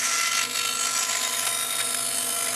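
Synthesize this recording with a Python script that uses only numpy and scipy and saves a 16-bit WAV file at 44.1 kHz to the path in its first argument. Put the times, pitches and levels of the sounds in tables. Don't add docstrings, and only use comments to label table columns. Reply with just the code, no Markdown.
import sys
import numpy as np
from scipy import signal
from scipy.fft import rfft, irfft
from scipy.io import wavfile
from scipy.ndimage import uniform_filter1d

SR = 44100
rng = np.random.default_rng(int(sys.argv[2]) if len(sys.argv) > 2 else 0)


def wrap_up_sound(samples):
    columns = np.atleast_2d(samples).T
    tamed = np.clip(columns, -1, 1)
    steps = np.round(tamed * 32767).astype(np.int16)
    wavfile.write(sys.argv[1], SR, steps)


N = 112454
T = np.arange(N) / SR

TOOTH_HZ = 339.15
DRIVE_HZ = 16.725

# multiple, depth_db, delay_s
THROB_HARMONICS = [(3, 1.5, 0.017), (4, 0.47, 0.0061), (5, 0.55, 0.0087), (6, 0.5, 0.0028)]


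def gain_of(db):
    return 10 ** (np.asarray(db) / 20)


def evened(x):
    return x / np.sqrt(np.mean(x ** 2) + 1e-20)


def read(points, hz):
    point_hz, value = np.transpose(points)
    return np.interp(np.log(hz + 1), np.log(point_hz + 1), value)


def column(table, k):
    rows = np.array(table, float)
    return np.interp(T, rows[:, 0], rows[:, k])


def wander(rate_hz, count):
    centres_hz = np.geomspace(rate_hz / 10, rate_hz, 12)
    coarse_s = T[::64]
    sine_hz = centres_hz[:, None] * rng.uniform(.8, 1.2, (count, 12, 1))
    start_turns = rng.random((count, 12, 1))
    sines = np.sin(2 * np.pi * (sine_hz * coarse_s + start_turns))
    return [evened(np.interp(T, coarse_s, curve)) for curve in sines.sum(1)]


def band_shares(hz):
    centres_hz = [750, 1700, 3600, 5900, 7800, 10800]
    return np.array([np.interp(np.log(hz + 1), np.log(centres_hz), one) for one in np.eye(len(centres_hz))])


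def feed_pressure_db():
    # time_s, level_db
    feed = [(0, -24.5), (.28, -23.5), (.3, -28.5), (.38, -21), (.455, -28), (.47, -34.5), (.535, -33.5),
            (.56, -26), (.76, -29), (.87, -22), (.89, -26.5), (1.03, -24.5), (1.05, -28), (1.16, -23.5),
            (1.19, -26.5), (1.27, -25), (1.3, -29), (1.36, -26.5), (1.5, -25.5), (2.55, -26.5)]
    return column(feed, 1)


def throb_db():
    # time_s, depth_scale
    depth = [(0, 0.28), (.57, 2.17), (.75, 1.63), (1.2, 1.1), (2.55, 1.6)]
    top_db = 5
    throb = sum(db * np.cos(2 * np.pi * multiple * DRIVE_HZ * (T - delay_s))
                for multiple, db, delay_s in THROB_HARMONICS)
    grain = wander(rate_hz=90, count=1)[0]
    tooth = (TOOTH_HZ * T).astype(int)
    bite = uniform_filter1d(rng.standard_normal(tooth[-1] + 1)[tooth], size=16)
    drive = column(depth, 1) * throb + 0.49 * grain + 1.23 * bite
    return top_db * np.tanh(drive / 3.8)


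def tooth_puffs():
    tick_height = 5.5
    turns = TOOTH_HZ * T
    teeth_done = int(turns[-1])
    size = gain_of(0.44 * rng.standard_normal(teeth_done + 1))[turns.astype(int)]
    decay = np.exp(-(turns % 1) / 0.65)
    puffs = (0.91 + size * decay) * rng.standard_normal(N)
    tick_at = (np.arange(teeth_done) + rng.uniform(0, 1, teeth_done)) * SR / TOOTH_HZ
    sign = rng.choice([-1, 1], teeth_done)
    puffs[tick_at.astype(int)] += tick_height * (.5 + rng.random(teeth_done)) * sign
    return puffs


def tearing(feed_db, throb, grabs):
    # frequency_hz, relative_db
    tear_colour = [(180, -53), (300, -34.5), (476, -21.5), (571, -28), (684, -11.5), (862, -20.5),
                   (1320, -8), (1540, -10), (2000, -0.5), (2870, -4.5), (3680, -2), (6030, 6.5), (11100, 9),
                   (13500, -3.5), (15400, -53)]
    # time_s, centre_hz, lift_db
    strip = [(0, 6100, 3), (.3, 5560, 3.5), (.45, 6640, 7.5), (.7, 7550, 9.5), (.85, 7600, 5.5),
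             (1.1, 7640, 14.5), (1.4, 6800, 7.5), (1.5, 8800, 12), (1.9, 9800, 6.5), (2.2, 8460, 8.5),
             (2.55, 9800, 9.5)]
    # time_s, low_db, body_db, mid_db, upper_mid_db, bright_db, top_db
    band_levels = [(0.03, -14.5, -3.5, -9, -3.5, -2.5, -7), (0.15, -15.5, -7, -7, -2, -3.5, -11.5),
                   (0.3, -19.5, -4.5, -6, -5, -2.5, -8), (0.42, -15.5, -5.5, -4.5, -11.5, -6, -11),
                   (0.5, -9, -5, 1.5, -10, -5, 0.5), (0.6, -18.5, -5.5, -5, -10, -8, -6),
                   (0.72, -13, -9.5, -3, -11, -6, -3), (0.85, -16.5, -10, -8, -9, -7.5, -11),
                   (1.0, -13.5, -6.5, -6, -0.5, -9, -4.5), (1.2, -12.5, -7.5, -4, -7.5, -13, -11),
                   (1.35, -14.5, -5.5, -5, -13, -5, -3.5), (1.5, -15, -9.5, -12, -10.5, -12, -5),
                   (1.75, -15.5, -10, -9, -11, -13, -8.5), (2.05, -16.5, -13.5, -8.5, -18, -7, -7),
                   (2.3, -13.5, -13, -10.5, -9.5, -9, -2), (2.52, -10.5, -7, -7.5, -10, -10, -8.5)]
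    throb_share = [0.2, 0.22, 0.85, 0.66, 1.33, 0.45]
    grab_share = [1.16, 1.9, 0.41, 1.1, 0.7, 0.64]
    strip_width_hz = 680

    hz, frame_s, spectrum = signal.stft(tooth_puffs(), SR, nperseg=512)
    patches = uniform_filter1d(rng.standard_normal(spectrum.shape), 5, 0)
    patches = evened(uniform_filter1d(patches, 24, 1))
    centre_hz = np.interp(frame_s, T, column(strip, 1))
    lift_db = np.interp(frame_s, T, column(strip, 2))
    strip_db = lift_db * np.exp(-((hz[:, None] - centre_hz) / strip_width_hz) ** 2)
    spectrum = spectrum * gain_of(read(tear_colour, hz)[:, None] + 1.04 * patches + strip_db)

    shares = band_shares(hz)
    flicker = wander(rate_hz=91, count=len(shares))
    out = np.zeros(N)
    for k, share in enumerate(shares):
        band = evened(signal.istft(spectrum * share[:, None], SR, nperseg=512)[1][:N])
        level_db = feed_db + column(band_levels, k + 1) + 1.98 * flicker[k]
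        modulation_db = throb_share[k] * throb + grab_share[k] * grabs
        out += band * gain_of(level_db + modulation_db)
    return gain_of(-6.0) * out


def teeth(feed_db):
    partials = [(2, -52.5, -46), (3, -50, -50), (4, -65, -43.5), (5, -48.5, -52.5), (5.96, -57, -54),
                (7, -47, -50), (8, -46, -55), (9, -51, -51), (10, -49.5, -51), (10.9, -48.5, -47),
                (13, -45.5, -53), (14, -70, -55), (15, -53, -45), (17, -47, -65), (18.9, -54, -48.0),
                (20, -65, -48), (21, -60, -47.5), (22.2, -46.5, -47.5), (23, -44, -47), (24, -49.5, -49),
                (25, -61, -59), (26, -78, -47), (27, -69, -65), (28.2, -54.5, -65), (29, -55, -43),
                (30.2, -60, -44.5), (31, -64, -57.0), (32, -48.5, -46.5), (33, -60, -50), (34, -51.5, -58),
                (35, -60, -45), (36, -64, -50), (37, -66.0, -53), (38, -62, -61.0), (41, -75.0, -58),
                (43, -81, -69)]
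    # start_s, length_s, multiple, level_db_rms
    swells = [(0.0, 0.37, 17, -39.5), (0.02, 0.14, 19, -40), (0.034, 0.42, 4, -34), (0.045, 0.12, 24, -37),
              (0.116, 0.28, 6, -34.5), (0.13, 0.16, 8, -40.5), (0.243, 0.15, 9, -39), (0.278, 0.1, 19, -37),
              (0.295, 0.086, 13, -38), (0.314, 0.22, 11, -42.5), (0.328, 0.11, 8, -39),
              (0.56, 0.37, 13, -38), (0.556, 0.19, 11, -36.5), (0.57, 0.53, 4, -36),
              (0.587, 0.12, 8, -38.5), (0.599, 0.15, 9, -38.5), (0.592, 0.3, 19, -39.5),
              (0.712, 0.14, 24, -37.5), (0.72, 0.14, 23, -37), (0.778, 0.067, 20, -34.5),
              (0.792, 0.087, 9, -38.5), (0.803, 0.18, 28, -41.5), (0.82, 0.095, 22, -38),
              (0.854, 0.21, 17, -37.5), (0.894, 0.42, 20, -37.5), (0.913, 0.13, 23, -35.5),
              (0.916, 0.59, 3, -42), (0.954, 0.15, 9, -41.3), (1.236, 0.033, 11, -35.5),
              (1.243, 0.053, 6, -38.5), (1.25, 1.5, 28, -36.5), (1.293, 0.16, 19, -40),
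              (1.3, 0.4, 17, -44.5), (1.328, 0.043, 11, -35.5), (1.33, 0.57, 4, -42),
              (1.43, 0.12, 2, -43.5), (1.25, 0.29, 9, -42.5), (1.462, 0.17, 6, -43.5),
              (1.484, 0.41, 11, -36.5), (1.508, 0.16, 26, -45), (1.657, 0.071, 26, -43),
              (1.723, 0.22, 24, -40), (1.816, 0.11, 26, -37.5), (1.89, 0.29, 32, -36),
              (2.018, 0.27, 2, -44.5), (2.024, 0.25, 26, -43), (1.75, 0.19, 13, -46),
              (2.03, 0.18, 13, -41.5), (2.097, 0.42, 9, -41.5), (2.13, 0.33, 24, -39.5),
              (2.152, 0.13, 25, -39), (2.23, 0.49, 19, -41), (2.414, 0.37, 2, -42.4),
              (2.416, 0.092, 32, -38)]
    detune_hz = {2: 2, 4: -2}
    change_s, change_len_s = 1.16, 0.41
    drift_db = 2
    follow = 0.56
    flutter_rad, flutter_step_rad = 0.23, 0.12

    late = np.clip((T - change_s) / change_len_s + .5, 0, 1)
    quick_db = follow * (feed_db - uniform_filter1d(feed_db, SR // 4))
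    count = len(partials)
    drifts, sways = wander(rate_hz=7, count=count), wander(rate_hz=14, count=count)
    flickers, jitters = wander(rate_hz=70, count=count), wander(rate_hz=45, count=count)
    start_turns = rng.random(count)
    beat_multiple, _, beat_delay_s = THROB_HARMONICS[0]
    beat = 2 * np.pi * beat_multiple * DRIVE_HZ * (T - beat_delay_s)

    out = np.zeros(N)
    for i, (multiple, early_db, late_db) in enumerate(partials):
        order = round(multiple)
        size = gain_of(early_db + late * (late_db - early_db) + drift_db * drifts[i])
        for start_s, length_s, swell_multiple, db in swells:
            if round(swell_multiple) == order:
                edge_s = 0.026 + 0.41 * length_s
                inside_s = np.minimum(T - start_s, start_s + length_s - T)
                on = np.clip(inside_s / edge_s + .5, 0, 1)
                swell_size = gain_of(db + 0.16 * drift_db * drifts[i])
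                size = size + on * (swell_size - size)
        hz = order * TOOTH_HZ + detune_hz.get(order, 0)
        flutter = flutter_rad * np.sin(beat + flutter_step_rad * multiple)
        shake = 0.6 * sways[i] + 0.18 * jitters[i] - flutter
        tone = np.cos(2 * np.pi * (hz * T + start_turns[i]) + shake)
        out += size * gain_of(1.67 * flickers[i]) * tone
    return np.sqrt(2) * gain_of(quick_db) * out


def blade_hiss():
    band = signal.butter(2, [900, 11900], "band", fs=SR, output="sos")
    top = signal.butter(8, 12800, fs=SR, output="sos")
    hiss = signal.sosfilt(top, signal.sosfilt(band, rng.standard_normal(N)))
    return gain_of(-57) * evened(hiss)


def motor():
    # frequency_hz, level_db_rms
    hum_lines = [(50.2, -84), (120, -58), (250.7, -54.5), (450.1, -57.5), (480.1, -51.5), (629.8, -64.5)]
    # frequency_hz, relative_db
    rumble_colour = [(18, -64), (30, -34), (108, -7.5), (183, -9.5), (245, 3), (377, -10), (475, -2.5),
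                     (563, -5.5), (678, -21), (1200, -6.5), (1560, -6), (2640, -120)]
    # time_s, level_db
    machine_level = [(0, -2), (.3, -5), (.5, -0.5), (1.1, -2.5), (2.55, 2)]
    rumble_db = -48.5
    wavers, start_turns = wander(rate_hz=5.86, count=len(hum_lines)), rng.random(len(hum_lines))
    hum = np.zeros(N)
    for (hz, db), waver, start in zip(hum_lines, wavers, start_turns):
        hum += np.sqrt(2) * gain_of(db + 2.2 * waver) * np.sin(2 * np.pi * (hz * T + start))
    shape = gain_of(read(rumble_colour, np.fft.rfftfreq(N, 1 / SR)))
    rumble = evened(irfft(rfft(rng.standard_normal(N)) * shape, N))
    return gain_of(column(machine_level, 1)) * (hum + gain_of(rumble_db) * rumble)


def grabs_db():
    # centre_s, extra_db, length_s
    grab_times = [(0.418, 5, 0.006), (1.156, 2, 0.014), (1.247, 2.5, 0.023), (1.278, 3, 0.0061),
                  (1.34, 5.5, 0.0074), (1.475, 3, 0.019), (1.801, 4.5, 0.035), (1.947, 6, 0.0082),
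                  (2.182, 3, 0.014)]
    return sum(db * np.exp(-(2 * (T - centre_s) / length_s) ** 4) for centre_s, db, length_s in grab_times)


def knocks():
    # start_s, length_s, level_db_rms
    knock_times = [(1.4665, 0.012, -25)]
    band_hz = [515, 5200]
    sos = signal.butter(3, band_hz, "band", fs=SR, output="sos")
    noise = evened(signal.sosfilt(sos, rng.standard_normal(N)))
    envelope = np.zeros(N)
    for start_s, length_s, db in knock_times:
        inside_s = np.minimum(T - start_s, start_s + length_s - T)
        envelope += gain_of(db) * np.clip(inside_s * 1000, 0, 1)
    return noise * envelope


def scene():
    feed_db, throb, grabs = feed_pressure_db(), throb_db(), grabs_db()
    singing = gain_of(1.12 * throb + 0.49 * grabs) * teeth(feed_db)
    cut = tearing(feed_db, throb, grabs) + singing
    return (cut + blade_hiss() + motor() + knocks())[None]


def record(dry):
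    low_pass = signal.firwin(511, 15400, window=("kaiser", 9), fs=SR)
    return signal.oaconvolve(dry, low_pass[None], "same")


dry = scene()
out = record(dry)
wrap_up_sound(out)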